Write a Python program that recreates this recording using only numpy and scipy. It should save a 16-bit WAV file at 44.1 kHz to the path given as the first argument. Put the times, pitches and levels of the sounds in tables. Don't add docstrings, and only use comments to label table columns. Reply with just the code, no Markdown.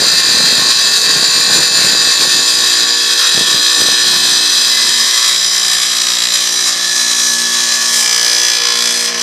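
import sys
import numpy as np
from scipy import signal
from scipy.fft import rfft, irfft, next_fast_len
from scipy.io import wavfile
from scipy.ndimage import uniform_filter1d, map_coordinates

SR = 44100
rng = np.random.default_rng(int(sys.argv[2]) if len(sys.argv) > 2 else 0)


def transcribe(signal):
    frames = np.atleast_2d(signal).T
    limited = np.clip(frames, -1, 1)
    pcm = np.round(limited * 32767).astype(np.int16)
    wavfile.write(sys.argv[1], SR, pcm)


def rack_gain(trim_db):
    fader = np.asarray(trim_db, float)
    return 10 ** (fader / 20)


N = 406602

# time in seconds, pattern memory in turns, share of fresh chipping 0-1,
# depth of the once-a-turn throb 0-1.
RIM_STATE = [(0, 3.1, 0.28, 0.1), (.8, 2.8, 0.17, 0), (2, 3.5, 0.26, 0.03), (2.9, 1.3, 0.18, 0),
             (3.6, 9.3, 0.45, 0.12), (4.3, 7.3, 0.16, 0), (4.8, 21, 0.68, 0), (5.2, 11, 0.29, 0.26),
             (5.8, 16, 0.4, 0.32), (6.4, 2.1, 0.15, 0.38), (6.8, 9.8, 0.34, 0.08), (7.2, 15, 0.36, 0.26),
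             (7.98, 7.7, 0.2, 0.16), (8.12, 15, 0.06, 0.56), (8.55, 10, 0.05, 0.46), (8.8, 8.5, 0.23, 0.3),
             (9.22, 3.5, 0.32, 0.25)]
# start in seconds, end in seconds.
CUT_STAGES = [
    (0, 1.8),
    (3.5, 4.6),
    (5.4, 6.2),
    (6.75, 7.9),
    (8.05, 9.22),
]
# low ring in dB and top hiss in dB, both against the bite,
# table rumble in dB, blade modes in dB.
STAGE_LEVELS = [
    (-10, -7.5, -37.5, 3.5),
    (-11, -8, -38.5, -0.3),
    (-9, -6, -42, 3.5),
    (-9.5, -5, -40.5, 0.5),
    (-7.5, -5.5, -39, -2),
]
# start in seconds, end in seconds,
# multiple of the shaft rate, level in dB.
WHISTLES = [(0, .76, 30, -26), (0, .86, 69, -17), (0, 2.4, 77, -23.5), (0, .7, 83, -23.5),
            (.6, 1.75, 81, -24.5), (0, 2.6, 44, -27), (.7, 1.26, 116, -28), (.8, 3.23, 19, -32.5),
            (1.16, 3.18, 118, -23), (1.4, 4.6, 30, -27), (1.72, 2.52, 81, -21.5), (1.72, 2.57, 142, -30),
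            (1.8, 3.1, 65, -24), (1.8, 3.5, 67, -25), (2.3, 3.1, 66, -24.5), (2.55, 5, 44, -30.5),
            (2.67, 4.34, 29, -27), (3.48, 4.69, 69, -18.5), (3.73, 4.9, 81, -20), (3.73, 4.79, 142, -26),
            (3.78, 4.54, 52, -26), (3.78, 4.9, 56, -25), (4, 4.94, 91, -26.5), (4.2, 5.85, 121, -26),
            (4.34, 5.85, 84, -21), (4.64, 5.4, 34, -27.5), (4.7, 6.25, 99, -23.5), (6.25, 6.75, 99, -19.5),
            (4.74, 6.3, 134, -31.5), (5.15, 5.8, 66, -20.5), (5.15, 5.95, 92, -27), (5.2, 6.46, 122, -27.5),
            (5.5, 7.3, 63, -28.5), (5.75, 6.5, 64, -24), (6.7, 8.4, 94, -28), (6.85, 7.4, 99, -19),
            (7.35, 8.6, 99, -22), (6.8, 7.52, 143, -29.5), (6.86, 7.52, 111, -27.5), (6.7, 8.85, 29, -23.5),
            (8.4, 9.02, 58, -25), (7.4, 8, 19, -32), (7.83, 8.64, 105, -23.5), (8.2, 9.04, 57, -23.5),
            (7.93, 8.64, 87, -21.5), (8.03, 8.84, 52, -27.5), (8.03, 8.89, 85, -19), (8.08, 9, 79, -26.5),
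            (8.4, 9.1, 86, -23)]
# start in seconds, end in seconds,
# multiple of the shaft rate, level in dB.
TABLE_HUMS = [(.3, .77, 4, -34), (.35, 1.06, 16, -39), (.9, 4.1, 8, -36), (.8, 1.36, 7, -37),
              (2.07, 3.3, 6, -38.5), (3.2, 4.6, 6, -36.5), (2.2, 3.13, 5, -38.5), (2.57, 3.28, 7, -40.5),
              (2.7, 3.23, 4, -40.5), (3.43, 4.6, 5, -39), (4, 5.14, 4, -38.5), (4.04, 4.6, 13, -42),
              (4.2, 5.45, 7, -43), (4.44, 6.4, 12, -43), (4.6, 6.4, 6, -41.5), (6.3, 9.3, 6, -39),
              (4.74, 5.3, 16, -38.5), (4.9, 5.85, 10, -43), (5.15, 8, 13, -42.5), (5.2, 9.3, 3, -43),
              (5.8, 6.95, 4, -42.5), (6.05, 7.37, 5, -44.5), (6.16, 8.1, 10, -41.5), (6.66, 7.87, 7, -44),
              (6.9, 9.04, 16, -40.5), (6.9, 8.13, 4, -37), (7.5, 8.6, 11, -42), (7.83, 8.55, 8, -36.5),
              (7.88, 8.9, 14, -39), (7.95, 8.94, 13, -38.5), (8.08, 9.15, 10, -39), (8.5, 9.3, 8, -32),
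              (8.6, 9.3, 11, -38.5), (8.64, 9.3, 4, -36)]


def unit(x):
    return x / np.sqrt(np.mean(x ** 2) + 1e-20)


def along(points, hz):
    f, v = np.transpose(points)
    return np.interp(np.log(hz + 1), np.log(f + 1), v)


def curves(rows):
    s, *cols = np.transpose(rows)
    return [np.interp(np.arange(N) / SR, s, c) for c in cols]


def wobble(rate):
    knots = rng.standard_normal(int(N * rate / SR) + 4)
    return map_coordinates(knots, [np.arange(N) * rate / SR])


def bumps(times, lengths, sizes):
    t = np.arange(0, N, 64) / SR
    bells = np.exp(-((t[:, None] - times) / lengths) ** 2 / 2) @ sizes
    return np.interp(np.arange(N) / SR, t, bells)


def staged(values):
    return np.interp(np.arange(N) / SR, np.ravel(CUT_STAGES), np.repeat(values, 2))


def steady(x, span):
    return x / np.sqrt(np.abs(uniform_filter1d(x ** 2, int(span * SR))) + 1e-12)


def coloured(x, gain):
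    m = 2 * next_fast_len(N // 2 + 4096)
    cepstrum = irfft(np.log(gain(np.fft.rfftfreq(m, 1 / SR)) + 1e-6), m)
    cepstrum[1:m // 2] *= 2
    cepstrum[m // 2 + 1:] = 0
    return irfft(rfft(x, m) * np.exp(rfft(cepstrum)), m)[:N]


def band(x, lo_hz, hi_hz):
    hz = np.fft.rfftfreq(N, 1 / SR)

    def edge(at):
        return .5 + .5 * np.tanh((hz - at) / (.04 * at))

    return unit(irfft(rfft(x) * edge(lo_hz) * (1 - edge(hi_hz)), N))


def singing(turns, rows, swell_s, waver_db, waver_rad, rate):
    sound = np.zeros(N)
    t = np.arange(N) / SR
    for start, end, order, db in rows:
        on = slice(max(round(start * SR), 0), min(round(end * SR), N))
        knots = rng.standard_normal((2, int(N * rate / SR) + 4))
        level, phase = (map_coordinates(row, [t[on] * rate]) for row in knots)
        swell = np.clip(np.minimum(t[on] - start, end - t[on]) / swell_s, 0, 1)
        sine = np.sin(2 * np.pi * round(order) * turns[on] + waver_rad * phase)
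        sound[on] += swell * rack_gain(db + waver_db * level) * sine
    return sound


def puffing():
    # time in seconds, peak in dB.
    puff_list = [(0.002, -16), (0.02, -10), (0.291, -17), (0.358, -18), (0.371, -16), (0.403, -18),
                 (0.51, -18), (0.527, -16), (0.596, -16), (0.662, -16), (1.095, -19), (1.229, -19),
                 (1.379, -18), (1.535, -18), (1.561, -17), (1.591, -12), (1.608, -18), (1.792, -18),
                 (1.869, -16), (1.933, -15), (2.074, -15), (2.393, -19), (3.378, -14), (3.411, -16),
                 (3.547, -17), (3.805, -15), (3.819, -11), (3.887, -11)]
    t = np.arange(-300, 300) / SR
    puffs = np.zeros(N + len(t))
    for s, db in puff_list:
        u = t / rng.uniform(0.00038, 0.0006)
        flutter = np.sin(rng.uniform(5.3, 5.5) * u + rng.uniform(0, 6.4))
        push = u * np.exp(-u ** 2 / 2) + 0.11 * np.exp(-u ** 2) * flutter
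        puffs[round(s * SR):][:len(t)] += rack_gain(db + 5.0) * rng.choice([-1, 1]) * push
    return puffs[len(t) // 2:][:N]


def wind():
    # frequency in Hz, level in dB per Hz.
    air_colour = [(12, -60), (59, -36), (136, -1), (472, -4), (1150, -10.5), (1500, -13), (1950, -45),
                  (3300, -120)]
    # time in seconds, peak in dB, length in seconds.
    gust_list = [(0, -37.5, 0.068), (.18, -41, 0.13), (.4, -35.5, .06), (.55, -37, 0.054),
                 (0.664, -35, .03), (0.856, -41, 0.068), (1.077, -40.5, 0.058), (1.186, -38, 0.039),
                 (1.42, -41.5, 0.13), (1.56, -33.5, 0.047), (1.843, -36, 0.1), (2.02, -44, 0.09),
                 (2.235, -34.5, 0.036), (2.376, -38.5, 0.04), (2.602, -42.5, 0.053), (2.81, -45, 0.039),
                 (3.4, -36.5, 0.045), (3.553, -39, 0.036), (3.81, -38.5, 0.032), (3.903, -39, 0.031),
                 (4.125, -41.5, 0.095), (4.347, -46, 0.082), (4.602, -57, 0.084), (4.844, -46, 0.048),
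                 (4.995, -51, .04)]
    calm_db = -56
    lumps = rack_gain(0.7 * wobble(60) + 3.7 * wobble(200)) * rng.standard_normal(N)
    buffet = steady(coloured(lumps, lambda hz: rack_gain(along(air_colour, hz))), 0.118)
    s, peak_db, length = np.transpose(gust_list)
    strength = bumps(s, length, rack_gain(peak_db)) + rack_gain(calm_db)
    return rack_gain(8.5) * strength * buffet + puffing()


def motor(turns, pattern):
    # frequency in Hz, level in dB per Hz.
    table_colour = [(24, -83), (60, -66), (190, -19), (320, -9), (893, -10), (1100, -6), (1430, -28.5),
                    (2420, -120)]
    shake = 0.8 * pattern + 0.49 * rng.standard_normal(N)
    rumble = steady(coloured(shake, lambda hz: rack_gain(along(table_colour, hz))), 0.42)
    rumble_db = staged(np.transpose(STAGE_LEVELS)[2]) + 4.0
    hum = singing(turns, TABLE_HUMS, swell_s=0.12, waver_db=1.5, waver_rad=0.69, rate=7)
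    return rack_gain(rumble_db) * rumble + rack_gain(0.3) * hum


def squeal(turns):
    return rack_gain(.8) * singing(turns, WHISTLES, swell_s=.1, waver_db=1.6, waver_rad=.7, rate=9)


def grit(turns, memory, knee_order, slip):
    cells = 744
    locked = .8
    count = int(turns[-1]) + 3
    fresh = rfft(rng.standard_normal((count, cells)), axis=1)
    life = np.interp(np.arange(count), turns, memory)[:, None]
    life = life * (1 + knee_order / (1 + np.arange(cells // 2 + 1)))
    kept = np.exp(-1 / np.abs(life))
    rim = [fresh[0]]
    for k in range(1, count):
        rim.append(kept[k] * rim[-1] + np.sqrt(1 - kept[k] ** 2) * fresh[k])
    rim = np.array(rim)
    free = np.ones(rim.shape)
    for start, end, order, _ in WHISTLES + TABLE_HUMS:
        ends = np.clip([round(start * SR), round(end * SR)], 0, N - 1)
        first, last = turns[ends].astype(int)
        free[first + 3:last, order] = 1 - locked
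    surface = irfft(free * rim / np.abs(rim) ** 0.1, cells, axis=1).ravel()
    contact = (turns + 1) * cells + slip * wobble(30)
    return unit(map_coordinates(surface, [contact]))


def rim_force(pattern):
    share = np.clip(curves(RIM_STATE)[1], 0, 1)
    force = np.sqrt(1 - share) * pattern + np.sqrt(share) * rng.standard_normal(N)
    return force * rack_gain(1.04 * wobble(140) + 0.63 * wobble(25))


def runout(turns, depth):
    angle = 2 * np.pi * turns
    throb = depth * curves(RIM_STATE)[2]
    once = throb * (np.cos(angle) - 0.17 * np.sin(2 * angle))
    return 1 + once + 0.045 * np.cos(2 * angle + 0.3) + 0.049 * np.cos(3 * angle + 2.0)


def feed():
    # time in seconds, bite level in dB.
    pressure = [(0, -11), (2.2, -11.5), (2.6, -11.5), (3.6, -11.5), (5.2, -12.5), (5.5, -15), (6.2, -15),
                (7.6, -14.5), (8.4, -15), (8.75, -15), (9.22, -16)]
    # time in seconds, length in seconds, change in dB,
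    # tilt in dB from the bottle's low ring toward the hiss.
    hand_moves = [(1.012, .04, -0.5, 1), (1.084, .03, 0.5, -1), (1.57, 0.043, 1.4, 2), (1.725, .04, -1, 0),
                  (1.818, 0.046, 1.4, 1.7), (1.99, 0.031, -0.5, -1), (2.495, 0.073, -0.7, 1),
                  (2.983, 0.097, -1.5, -1.5), (3.25, 0.028, 1.5, -0.5), (3.795, 0.036, 0.9, 2),
                  (4.003, .07, -0.1, -0.8), (4.451, 0.076, -0.5, -1), (5.27, 0.03, 0.7, 0.3),
                  (5.433, 0.048, -0.9, -0.7), (5.737, 0.071, 1, 1), (6.347, 0.0088, 2, 3.5),
                  (6.527, 0.059, -0.5, -0.5), (6.677, 0.015, 2.1, 3), (6.803, 0.069, -1.1, -2.5),
                  (7.238, 0.056, 0, 1), (7.353, 0.029, -1.5, 0), (7.479, 0.027, -1.5, -1.5),
                  (7.99, 0.055, 1, 3.5), (8.65, 0.081, -1.2, -3.5), (9.058, 0.028, 1.1, 3.5),
                  (9.129, 0.061, -2.5, -7)]
    low_follows, top_follows = 3.1, 0.83
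    s, length, push, tilt = np.transpose(hand_moves)
    push_db = bumps(s, length, push)
    tilt_db = bumps(s, length, tilt)
    bite_db = curves(pressure)[0]
    low_db, top_db = map(staged, np.transpose(STAGE_LEVELS)[:2])
    return (bite_db + low_db + low_follows * push_db - tilt_db,
            bite_db + push_db,
            bite_db + top_db + top_follows * push_db + tilt_db)


def body(modes, dips, broad, broad_db):
    def gain(f):
        ring = sum(rack_gain(2 * db) * (f * w) ** 2 / ((c * c - f * f) ** 2 + (f * w) ** 2) for c, w, db in modes)
        hollow = np.prod([1 - min(d, 1) * np.exp(-((f - c) / w) ** 2) for c, w, d in dips], axis=0)
        return np.sqrt(ring + rack_gain(2 * (along(broad, f) + broad_db))) * hollow

    return gain


def cutting(turns, force):
    # frequency in Hz, width in Hz, level in dB.
    scoring = [(1093, 33, -9), (1800, 30, -9), (2417, 47, -13.5), (2614, 46, -10), (3275, 29, -14),
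               (3900, 89, -1.5), (4098, 27, 0), (4590, 40, 0), (4810, 50, -1), (5000, 79, -4),
               (6090, 46, -5), (7010, 31, -2.5), (7187, 35, -2.5), (8400, 53, -5)]
    slotting = [(1116, 68, -13.5), (1760, 72, -7), (2605, 14, -11), (3300, 190, -7), (3830, 120, -5),
                (4100, 29.3, -3), (4820, 60, -.5), (4990, 70, -1.5), (5390, 47, -7), (5890, 60, -4),
                (6180, 49, -8), (7190, 43, -2), (7940, 59, -11.5), (8450, 50, -4)]
    piercing = [(1120, 103, -6.5), (1783, 120, -1.5), (2020, 19, -4), (2480, 100, -9), (3250, 270, -5),
                (3920, 220, 0.5), (4980, 89, 2.5), (5500, 28, -9), (5830, 46, 1.5), (7270, 120, -3),
                (8110, 80, -7)]
    widening = [(1120, 73, -8.5), (1750, 34, 1.5), (2480, 45, -11), (3085, 53, -5.5), (3350, 57, -1.5),
                (4000, 150, 2.5), (4930, 100, 2), (5500, 110, 1), (5866, 28, -3), (6200, 110, 0),
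                (7130, 93, -4), (8440, 41, -4.5)]
    turning = [(1045, 36, -9), (1740, 50, -4), (2370, 90, -10), (3040, 84, -8.5), (3330, 50, -3),
               (3960, 31, -2.5), (4240, 65, -3), (5010, 83, 0.5), (5970, 120, -0.5), (5900, 36, -11.5),
               (7500, 30, -9), (8500, 32, -11.5)]
    # frequency in Hz, width in Hz, level in dB.
    disc_modes = [(9690, 33, -10.5), (11250, 84, -17), (12830, 78, -20), (14300, 70, -24)]
    # frequency in Hz, level in dB per Hz.
    grind_colour = [
        [(410, -54), (700, -48), (1310, -14.5), (1780, -3.5), (2160, -17), (2660, -18.5), (2910, -13),
         (4670, 3), (5450, -9), (7130, -9.5), (15000, -27)],
        [(410, -57), (700, -29), (1720, -8.5), (2190, -24), (2520, -7.5), (2830, -27.5), (3950, 3.5),
         (4920, -10), (6520, -9), (8640, -11.5), (15000, -23)],
        [(410, -44), (700, -14), (1000, -39), (1100, -4.5), (1510, -10.5), (1720, -4.5), (2800, -7.5),
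         (3260, -8.5), (5040, -0.5), (9950, -11.5), (15000, -26.5)],
    ]
    # frequency in Hz, width in Hz, depth 0-1.
    hollows = [
        [(2250, 68, 0.1), (2920, 120, 0.37), (5330, 72, 0.7), (8200, 360, 0.3), (9640, 94, 0.4),
         (9800, 110, .5), (10600, 130, 1), (11300, 130, 0.74), (12200, 150, 0.5), (12900, 180, .6),
         (13400, 250, .6), (14570, 250, .95), (15400, 120, 1)],
        [(2850, 93, 0.32), (3500, 240, 0.01), (4490, 62, 0.34), (7800, 140, 0.14), (9380, 110, 0.7),
         (10000, 120, 0.9), (10870, 110, 0.5), (11140, 83, 0.4), (12700, 130, 0.7), (14000, 250, 0.8),
         (14780, 280, .9), (15560, 120, 0.7)],
    ]

    pressed = force * runout(turns, depth=0.52)
    sound = np.zeros(N)
    for k, bottle in enumerate([scoring, slotting, piercing, widening, turning]):
        blade_db = STAGE_LEVELS[k][-1]
        modes = bottle + [(hz, w, db + blade_db) for hz, w, db in disc_modes]
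        gain = body(modes, hollows[min(k, 1)], grind_colour[min(k, 2)], broad_db=-7.0)
        share = staged(np.eye(len(CUT_STAGES))[k])
        sound += share * unit(coloured(pressed, gain))

    low_db, bite_db, top_db = feed()
    low = steady(band(sound, 950, 2900), .15)
    bite = steady(band(sound, 2900, 6500), .15)
    top = steady(band(sound, 6500, 16000), .15)
    return (rack_gain(low_db) * low * runout(turns, depth=0.13)
            + rack_gain(bite_db) * bite * runout(turns, depth=0.72)
            + rack_gain(top_db) * top * runout(turns, depth=0.23))


def scene():
    # time in seconds, shaft rate in Hz.
    shaft_rate = [(0, 59.49), (3.1, 59.48), (3.6, 59.4), (5.2, 59.49), (6, 59.41), (6.4, 59.27),
                  (7.6, 59.25), (8.3, 59.0), (8.85, 59.0), (9.22, 59.09)]
    turns = np.cumsum(curves(shaft_rate)[0]) / SR
    pattern = grit(turns, curves(RIM_STATE)[0], knee_order=13.5, slip=0.99)
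    cut = cutting(turns, rim_force(pattern))
    return (cut + squeal(turns) + motor(turns, pattern) + wind())[None]


def thinned(x):
    # frequency in Hz, level in dB.
    threshold = [(6000, -21), (8000, -14), (9300, -10), (10500, -7), (12000, -5), (14000, -2.5), (15000, 2)]
    hz, _, z = signal.stft(x, SR, nperseg=2048)

    def smooth(v):
        return uniform_filter1d(uniform_filter1d(v, size=6, axis=0), size=2, axis=1)

    power = np.abs(smooth(np.abs(z) ** 2))
    waver_db = 4.5 * unit(smooth(smooth(rng.standard_normal(z.shape))))
    neighbours = uniform_filter1d(power, size=61, axis=0)
    heard = power > rack_gain(along(threshold, hz)[:, None] + waver_db) * neighbours
    kept = (heard | (hz < 6000)[:, None]) * (hz < 15250)[:, None]
    return signal.istft(z * kept, SR, nperseg=2048)[1][:N]


def top_cut(x):
    return signal.sosfilt(signal.butter(12, 15640, fs=SR, output="sos"), x)


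def record(dry):
    clipped = dry / (1 + np.abs(dry / .9) ** 6) ** (1 / 6)
    bass_cut = signal.butter(2, 65, "high", fs=SR, output="sos")
    lean = signal.sosfilt(bass_cut, clipped[0])
    return top_cut(thinned(lean)[None])


dry = scene()
out = record(dry)
transcribe(out)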